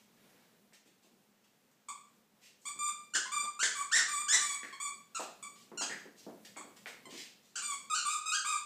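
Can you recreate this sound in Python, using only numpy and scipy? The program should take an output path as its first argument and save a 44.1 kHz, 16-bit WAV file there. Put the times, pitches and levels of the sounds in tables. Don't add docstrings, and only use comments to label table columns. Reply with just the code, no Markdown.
import sys
import numpy as np
from scipy import signal
from scipy.fft import rfft, irfft, next_fast_len
from scipy.io import wavfile
from scipy.ndimage import map_coordinates

SR = 44100
rng = np.random.default_rng(int(sys.argv[2]) if len(sys.argv) > 2 else 0)


def persist_wave(psi):
    counts = np.round(np.clip(psi, -1, 1) * 32767).astype(np.int16)
    wavfile.write(sys.argv[1], SR, np.atleast_2d(counts).T)


def linear_from_db(decibels):
    return 10 ** (np.asarray(decibels, float) / 20)


N = 381465

# time [s], pitch [Hz].
BITE_PITCH = [
    [(3.136, 1350), (3.14, 1453), (3.147, 1459), (3.151, 1830), (3.165, 1562), (3.18, 1427)],
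    [(3.591, 1219), (3.612, 1539), (3.628, 1494), (3.631, 1897), (3.645, 1696), (3.665, 1502)],
    [(3.914, 1204), (3.931, 1821), (3.948, 1870), (3.953, 1966), (3.972, 1901), (3.99, 1640), (4.012, 1346)],
    [(4.281, 1330), (4.29, 1669), (4.323, 1806), (4.335, 1986), (4.375, 1653)],
    [(5.147, 1342), (5.158, 1371), (5.172, 1299), (5.184, 1240)],
    [(5.774, 1400), (5.785, 1430), (5.81, 1329), (5.825, 1596), (5.84, 1560)],
    [(7.555, 1329), (7.561, 1528), (7.575, 1451), (7.6, 1394)],
]
# level at top pitch [dB], upper, middle and top partials [dB],
# chatter once the jaws close [0-1].
BITE_TONE = [
    (-17, -3.5, -1, -1, 0.62),
    (-15, -4.5, -0.4, -0.6, 0.597),
    (-12, -5.5, 2.7, -1.5, 0.565),
    (-17, -0.5, 0.041, 0.99, 0.573),
    (-32, -2, 1, 1, 0.38),
    (-32, 4, 1.7, -0.22, 0.673),
    (-29.5, 0.5, -0.34, -1.1, 0.533),
]
# time [s], pitch [Hz].
CHEW_PITCH = [
    [(7.898, 1277), (7.92, 1198), (7.94, 1292), (7.957, 1513), (7.975, 1454), (8.01, 1414)],
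    [(8.05, 1166), (8.07, 1163), (8.115, 1291), (8.135, 1238), (8.165, 1167)],
    [(8.257, 1258), (8.275, 1283), (8.31, 1235), (8.33, 1425), (8.352, 1638), (8.365, 1578)],
    [(8.447, 1090), (8.465, 1225), (8.495, 1273), (8.53, 1161), (8.575, 1211), (8.59, 1170)],
]
# level at top pitch [dB], upper, middle and top partials [dB], chatter [0-1].
CHEW_TONE = [
    (-27.5, -1.4, 2.1, -2, .25),
    (-34, -1.3, 2.3, 2, 0.26),
    (-23, -2.1, 2, -2.5, 0.055),
    (-32.5, 0.54, 0, -2, 0.21),
]
BITE_DB_PER_OCTAVE, CHEW_DB_PER_OCTAVE = 24, 22
RISING_CHATTER, CLOSE_S, TIRE_DB_PER_S = 0.11, 0.013, 103

# time [s], pitch [Hz].
REFILL_PITCH = [
    [(2.653, 1071), (2.668, 1189), (2.69, 1142)],
    [(2.788, 1183), (2.81, 1187), (2.86, 1195), (2.9, 1181)],
    [(3.255, 1030), (3.27, 1045), (3.285, 1085)],
    [(3.317, 1143), (3.345, 1207), (3.39, 1156), (3.425, 1212), (3.455, 1174)],
    [(3.75, 1174), (3.78, 1114), (3.81, 1187), (3.83, 1120)],
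    [(4.08, 1160), (4.11, 1200), (4.16, 1135), (4.2, 1188), (4.22, 1189)],
    [(4.4, 1157), (4.43, 1178), (4.48, 1143), (4.55, 1133)],
    [(4.725, 1130), (4.737, 1074), (4.755, 1098)],
    [(4.8, 1109), (4.82, 1192), (4.84, 1175), (4.86, 1130), (4.885, 1121)],
    [(7.054, 1044), (7.062, 1028), (7.07, 1040)],
    [(7.62, 1145), (7.65, 1182), (7.69, 1148), (7.745, 1108)],
]
# level [dB], upper partials [dB], second partial [dB], top partials [dB], fade [dB].
REFILL_TONE = [(-43.5, 9.5, -3, -2.5, -0.5), (-37.5, 3, -0.5, 0, 0), (-44, 0, 5, -2, 9),
               (-32.5, 3, -3, -4, 5), (-36.5, -1.5, 1.5, 1.5, 1), (-37, 1, -2, 1, -1.5),
               (-37.5, 5, 2, 1, 5), (-44, 10, -1.5, -14, 10.5), (-36.5, 3, 1.5, -0.5, 6),
               (-48.5, 13.5, -0.5, -10, 17), (-42, 8.5, -2.5, -2.5, 2)]
SWELL_S, SWELL_DB = 0.018, 2.5
REFILL_CHATTER, REFILL_END_CHATTER = 0.079, 0.23

# start [s], length [s], pitch [Hz], level [dB], upper partials [dB].
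LIGHT_NIPS = [
    (1.885, 0.017, 1174, -35.5, 1.5),
    (5.426, 0.021, 1156, -39.5, 4),
    (6.567, 0.02, 1140, -43, 5),
]
NIP_FADE_DB, NIP_SAG = 19, 0.02
NIP_START_CHATTER, NIP_END_CHATTER = 0.15, 0.4

# frequency [Hz], gain [dB].
SLACK_SHELL = [(800, 22.5), (1170, 4), (2350, -4), (3500, -8.5), (4700, -10.5), (5900, -17), (7050, 1.5),
               (8250, 0.5), (9400, -11), (10600, -34), (11800, -29), (13000, -24.5), (14200, -24),
               (15300, -47)]
# frequency [Hz], gain [dB].
TIGHT_SHELL = [(300, -62), (900, -5.5), (1300, -4), (1800, -6.5), (2600, -6.5), (3600, -10.5), (4500, -7.5),
               (5500, -7.5), (6500, -2.5), (7300, 0.5), (8500, -9), (9500, -21.5), (10600, -37),
               (14500, -34.5)]

# time [s], thud [dB], board mode [Hz], snap [dB].
TOY_POPS = [(.725, -62, 250, -61.5), (0.86, -55, 244, -72), (1.046, -56, 262, -84), (3.15, -43, 340, -39.5),
            (3.629, -42, 393, -40), (3.951, -55, 298, -41), (3.975, -66, 308, -32), (4.325, -49, 356, -29),
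            (4.632, -45.5, 270, -38), (4.644, -50, 348, -39), (5.897, -39.5, 248, -40.5),
            (5.913, -41.5, 237, -38.5), (5.924, -65, 298, -37), (6.45, -70, 250, -53)]
POP_HZ, POP_WIDTH_HZ = 1820, 290
# time [s], thud [dB], board mode [Hz], click [dB].
CLAW_CLICKS = [
    (.736, -79, 300, -66),
    (1.717, -85, 300, -86),
    (6.562, -70, 300, -51),
    (6.859, -60, 395, -38),
]
CLICK_HZ, CLICK_WIDTH_HZ = 2080, 710
# time [s], thud [dB], board mode [Hz], slap [dB].
PAW_FALLS = [(1.109, -63, 248, -89), (2.761, -52.5, 250, -63), (3.429, -52, 218, -52),
             (5.196, -51, 408, -34.5), (5.209, -56, 405, -58), (5.717, -39.5, 254, -56),
             (5.733, -52, 272, -60), (5.811, -42.5, 284, -36.5), (6.055, -46, 280, -76),
             (6.266, -36.5, 215, -77), (6.291, -67, 230, -53), (6.333, -54.5, 242, -78),
             (6.566, -48, 342, -44.5), (6.643, -47.5, 298, -63), (6.862, -79, 506, -47),
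             (7.067, -45, 278, -75), (7.126, -42.5, 290, -73)]
SLAP_HZ, SLAP_WIDTH_HZ = 667, 650

# start [s], length [s], level [dB], lowest frequency [Hz],
# lateness of the swell [exponent].
STROKES = [(0, 0.05, -66.5, 700, 0.14), (0.122, 0.47, -77.5, 400, 0.67), (0.734, 0.0024, -63, 3000, 0.8),
           (0.731, 0.028, -62.5, 1760, 0.31), (0.856, 0.032, -65.5, 1700, 0.65),
           (1.026, 0.043, -69, 2620, 0.55), (1.433, 0.027, -71.5, 1490, .8),
           (1.714, 0.002, -70, 6500, 0.81), (2.405, 0.097, -63.5, 1990, 0.99),
           (2.567, 0.18, -70, 6200, 1.4), (4.612, 0.076, -62, 1300, 1.1), (5.198, 0.06, -53, 2320, 0.29),
           (5.549, 0.11, -66.5, 2500, 0.65), (5.789, 0.18, -61.5, 2200, 1.9),
           (6.16, 0.097, -65, 3000, 0.49), (6.446, 0.019, -56, 2300, 1), (6.759, 0.024, -61, 910, 0.84),
           (6.57, 0.01, -60, 1500, 0.34), (6.864, 0.037, -51.5, 2400, 0.46), (7.095, 0.21, -54, 1970, 0.43),
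           (7.422, .1, -73, 3050, 0.49)]
# frequency [Hz], density [dB per Hz].
FRICTION_SPECTRUM = [(400, -14), (2000, -0.5), (4000, -2.5), (8000, -3), (9900, -14), (12000, -12),
                     (15300, -16)]
DULLING = 2000

# frequency [Hz], T60 [s].
ROOM_T60 = [(200, 0.41), (1200, 0.49), (4000, 0.51), (8000, 0.4), (14000, 0.31)]

# time [s], change of background level [dB].
MOVEMENT = [
    (0, 0.5),
    (.45, 4.5),
    (.65, -1.5),
    (5, 2.5),
    (5.7, 4),
    (7.3, 6),
    (7.5, 1.5),
    (8.65, -2),
]
# frequency [Hz], density [dB per Hz].
HUM_SPECTRUM = [(15, -20), (45, -39), (85, -21), (125, -8), (165, -6), (210, 2.5), (300, -8.5), (450, -6.5),
                (900, -17.5), (1400, -24)]
# frequency [Hz], density [dB per Hz].
HISS_SPECTRUM = [(350, -22), (700, 3.5), (2000, 0.5), (5000, -5), (8000, -6), (9700, -29.5), (12500, -13.5),
                 (15300, -7.5)]
HUM_DB, HISS_DB = -71, -75
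HUM_STIRS, HISS_STIRS = 1.1, 0.41


def squeak(rows, second_db, middle_db, top_db):
    s, *columns = np.transpose(rows)
    size = SR // 3
    t = s[0] + np.arange(size) / SR
    hz, db, upper_db, chatter = (np.interp(t, s, column) for column in columns)
    chatter = np.clip(chatter, 0, 1) ** 1.215
    squeeze = np.clip((hz - 1230) / 150, 0, 1)
    hz = hz * (1 + 0.17 * chatter * wobble(size, 508.6) + 0.0041 * wobble(size, 65))
    phase = 2 * np.pi * np.cumsum(hz) / SR

    k = np.arange(1, 14)[:, None]
    shell_db = along(SLACK_SHELL, k * hz) * (1 - squeeze) + along(TIGHT_SHELL, k * hz) * squeeze
    grip_db = np.where(k == 2, second_db, along([(5000, middle_db), (6500, top_db)], k * hz))
    partials = linear_from_db(shell_db + (k > 1) * (upper_db + grip_db)) * (k * hz < 15400)
    tone = np.sum(partials * np.sin(k * phase + 0.712 * k ** 2), 0)

    rush = noise(size, TIGHT_SHELL) * (1 + np.cos(phase)) * linear_from_db(upper_db)
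    onset = np.clip((t - s[0]) / 0.0024, 0, 1)
    release = linear_from_db(np.minimum(0, -60 * (t - s[-1]) / 0.004))
    flutter_db = 6 * chatter * wobble(size, 135.4)
    return linear_from_db(db - 5.5 + flutter_db) * onset * release * (0.77 * tone + 0.52 * chatter * rush)


def bite(curve, db, upper_db, middle_db, top_db, chatter, db_per_octave):
    s, hz = np.transpose(curve)
    past = np.maximum(0, s - s[np.argmax(hz)])
    level = db + db_per_octave * np.log2(hz / hz.max()) - TIRE_DB_PER_S * past
    closing = np.clip(past / CLOSE_S + 0.61 * (hz == hz.max()), 0, 1)
    rough = RISING_CHATTER + (chatter - RISING_CHATTER) * closing
    rows = np.transpose([s, hz, level, upper_db + 0 * s, rough])
    return squeak(rows, second_db=1, middle_db=middle_db, top_db=top_db)


def refill(curve, db, upper_db, second_db, top_db, fade_db):
    s, hz = np.transpose(curve)
    swell = SWELL_DB * np.clip(1 - (s - s[0]) / SWELL_S, 0, 1)
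    level = db - swell - fade_db * (s - s[0]) / (s[-1] - s[0])
    rough = np.where(s < s[-1], REFILL_CHATTER, REFILL_END_CHATTER)
    rows = np.transpose([s, hz, level, upper_db + 0 * s, rough])
    return squeak(rows, second_db, middle_db=-1.0, top_db=top_db)


def nip(s, length, hz, db, upper_db):
    start = (s, hz, db, upper_db, NIP_START_CHATTER)
    end = (s + length, hz * (1 - NIP_SAG), db - NIP_FADE_DB, upper_db, NIP_END_CHATTER)
    return squeak([start, end], second_db=-1.5, middle_db=-1.0, top_db=-0.5)


def knock(thud_db, board_hz, snap_db, snap_hz, width_hz):
    size = SR // 8
    blow = 0.06 * rng.standard_normal(size) * linear_from_db(-60 * np.arange(size) / SR / 0.008)
    blow[0] = 1
    thud = filtered(blow, resonance(board_hz, 164))
    thud = filtered(thud, padded_contact(1250))
    snap = filtered(blow, resonance(snap_hz, width_hz))
    snap = filtered(snap, resonance(snap_hz, 3.4 * width_hz))
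    snap = filtered(snap, padded_contact(3.65 * snap_hz))
    return linear_from_db(thud_db - 19) * unit(thud) + linear_from_db(snap_db - 20.0) * unit(snap)


def resonance(hz, width_hz):
    return lambda f: 1j * f * width_hz / (hz ** 2 - f * f + 1j * f * width_hz)


def padded_contact(top_hz):
    return lambda f: 1 / (1 + 1j * f / top_hz) ** 3


def rustle(length, db, low_hz, lateness):
    size = SR // 2
    progress = np.clip(np.arange(size) / SR / length, 0, 1)
    grains = noise(size, FRICTION_SPECTRUM) * linear_from_db(3.7 * wobble(size, 153.4))

    def stroke_band(f):
        low_edge = 1 / np.sqrt(1 + (low_hz / (f + 1)) ** 8)
        return low_edge / (1 + (f * length / DULLING) ** 2)

    return linear_from_db(db) * np.sin(np.pi * progress ** lateness) * unit(filtered(grains, stroke_band))


def add(out, x, s, wet_db):
    hz, t, z = signal.stft(rng.standard_normal(SR * 3 // 4), SR, nperseg=256)
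    tail = signal.istft(z * linear_from_db(-60 * t / along(ROOM_T60, hz)[:, None]), SR, nperseg=256)[1]
    tail_s = np.arange(len(tail)) / SR
    tail = tail * np.clip(tail_s / 0.0039, 0, 1)
    tail = tail * (1 + 0.18 * linear_from_db(-60 * tail_s / 0.25))
    heard = linear_from_db(wet_db) * signal.fftconvolve(x, tail / np.linalg.norm(tail))
    heard[:len(x)] += x
    out[round(s * SR):][:len(heard)] += heard


def air():
    stir_db = np.interp(np.arange(N) / SR, *np.transpose(MOVEMENT))
    hum = linear_from_db(HUM_DB + HUM_STIRS * stir_db + 2 * wobble(N, 9.7)) * noise(N, HUM_SPECTRUM)
    hiss = linear_from_db(HISS_DB + HISS_STIRS * stir_db + wobble(N, 7)) * noise(N, HISS_SPECTRUM)
    return hum + hiss


def noise(size, spectrum):
    return unit(filtered(rng.standard_normal(size), lambda hz: linear_from_db(along(spectrum, hz))))


def wobble(size, rate):
    return map_coordinates(rng.standard_normal(size + 4), [np.arange(size) * rate / SR])


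def filtered(x, response):
    m = next_fast_len(len(x) + 4096)
    return irfft(rfft(x, m) * response(np.fft.rfftfreq(m, 1 / SR)), m)[:len(x)]


def along(points, hz):
    f, v = np.transpose(points)
    return np.interp(np.log(hz + 1), np.log(f + 1), v)


def unit(x):
    return x / np.sqrt(np.mean(x ** 2) + 1e-20)


def scene():
    out = np.zeros(N + 2 * SR)
    for curve, row in zip(BITE_PITCH, BITE_TONE):
        add(out, bite(curve, *row, BITE_DB_PER_OCTAVE), curve[0][0], wet_db=2.5)
    for curve, row in zip(CHEW_PITCH, CHEW_TONE):
        add(out, bite(curve, *row, CHEW_DB_PER_OCTAVE), curve[0][0], wet_db=5.0)
    for curve, row in zip(REFILL_PITCH, REFILL_TONE):
        add(out, refill(curve, *row), curve[0][0], wet_db=1.0)
    for row in LIGHT_NIPS:
        add(out, nip(*row), row[0], wet_db=6.0)
    for s, *blow in TOY_POPS:
        add(out, knock(*blow, POP_HZ, POP_WIDTH_HZ), s, wet_db=4.5)
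    for s, *blow in CLAW_CLICKS:
        add(out, knock(*blow, CLICK_HZ, CLICK_WIDTH_HZ), s, wet_db=6)
    for s, *blow in PAW_FALLS:
        add(out, knock(*blow, SLAP_HZ, SLAP_WIDTH_HZ), s, wet_db=8)
    for s, *stroke in STROKES:
        add(out, rustle(*stroke), s, wet_db=5.5)
    small = filtered(out[:N], lambda f: (1j * f / (1j * f + 150)) ** 4)
    return (small + air())[None]


def top_cut(x):
    return signal.sosfilt(signal.butter(12, 15680, fs=SR, output="sos"), x)


def record(dry):
    band = filtered(dry[0], lambda f: f < 15350)
    return top_cut(band[None])


dry = scene()
out = record(dry)
persist_wave(out)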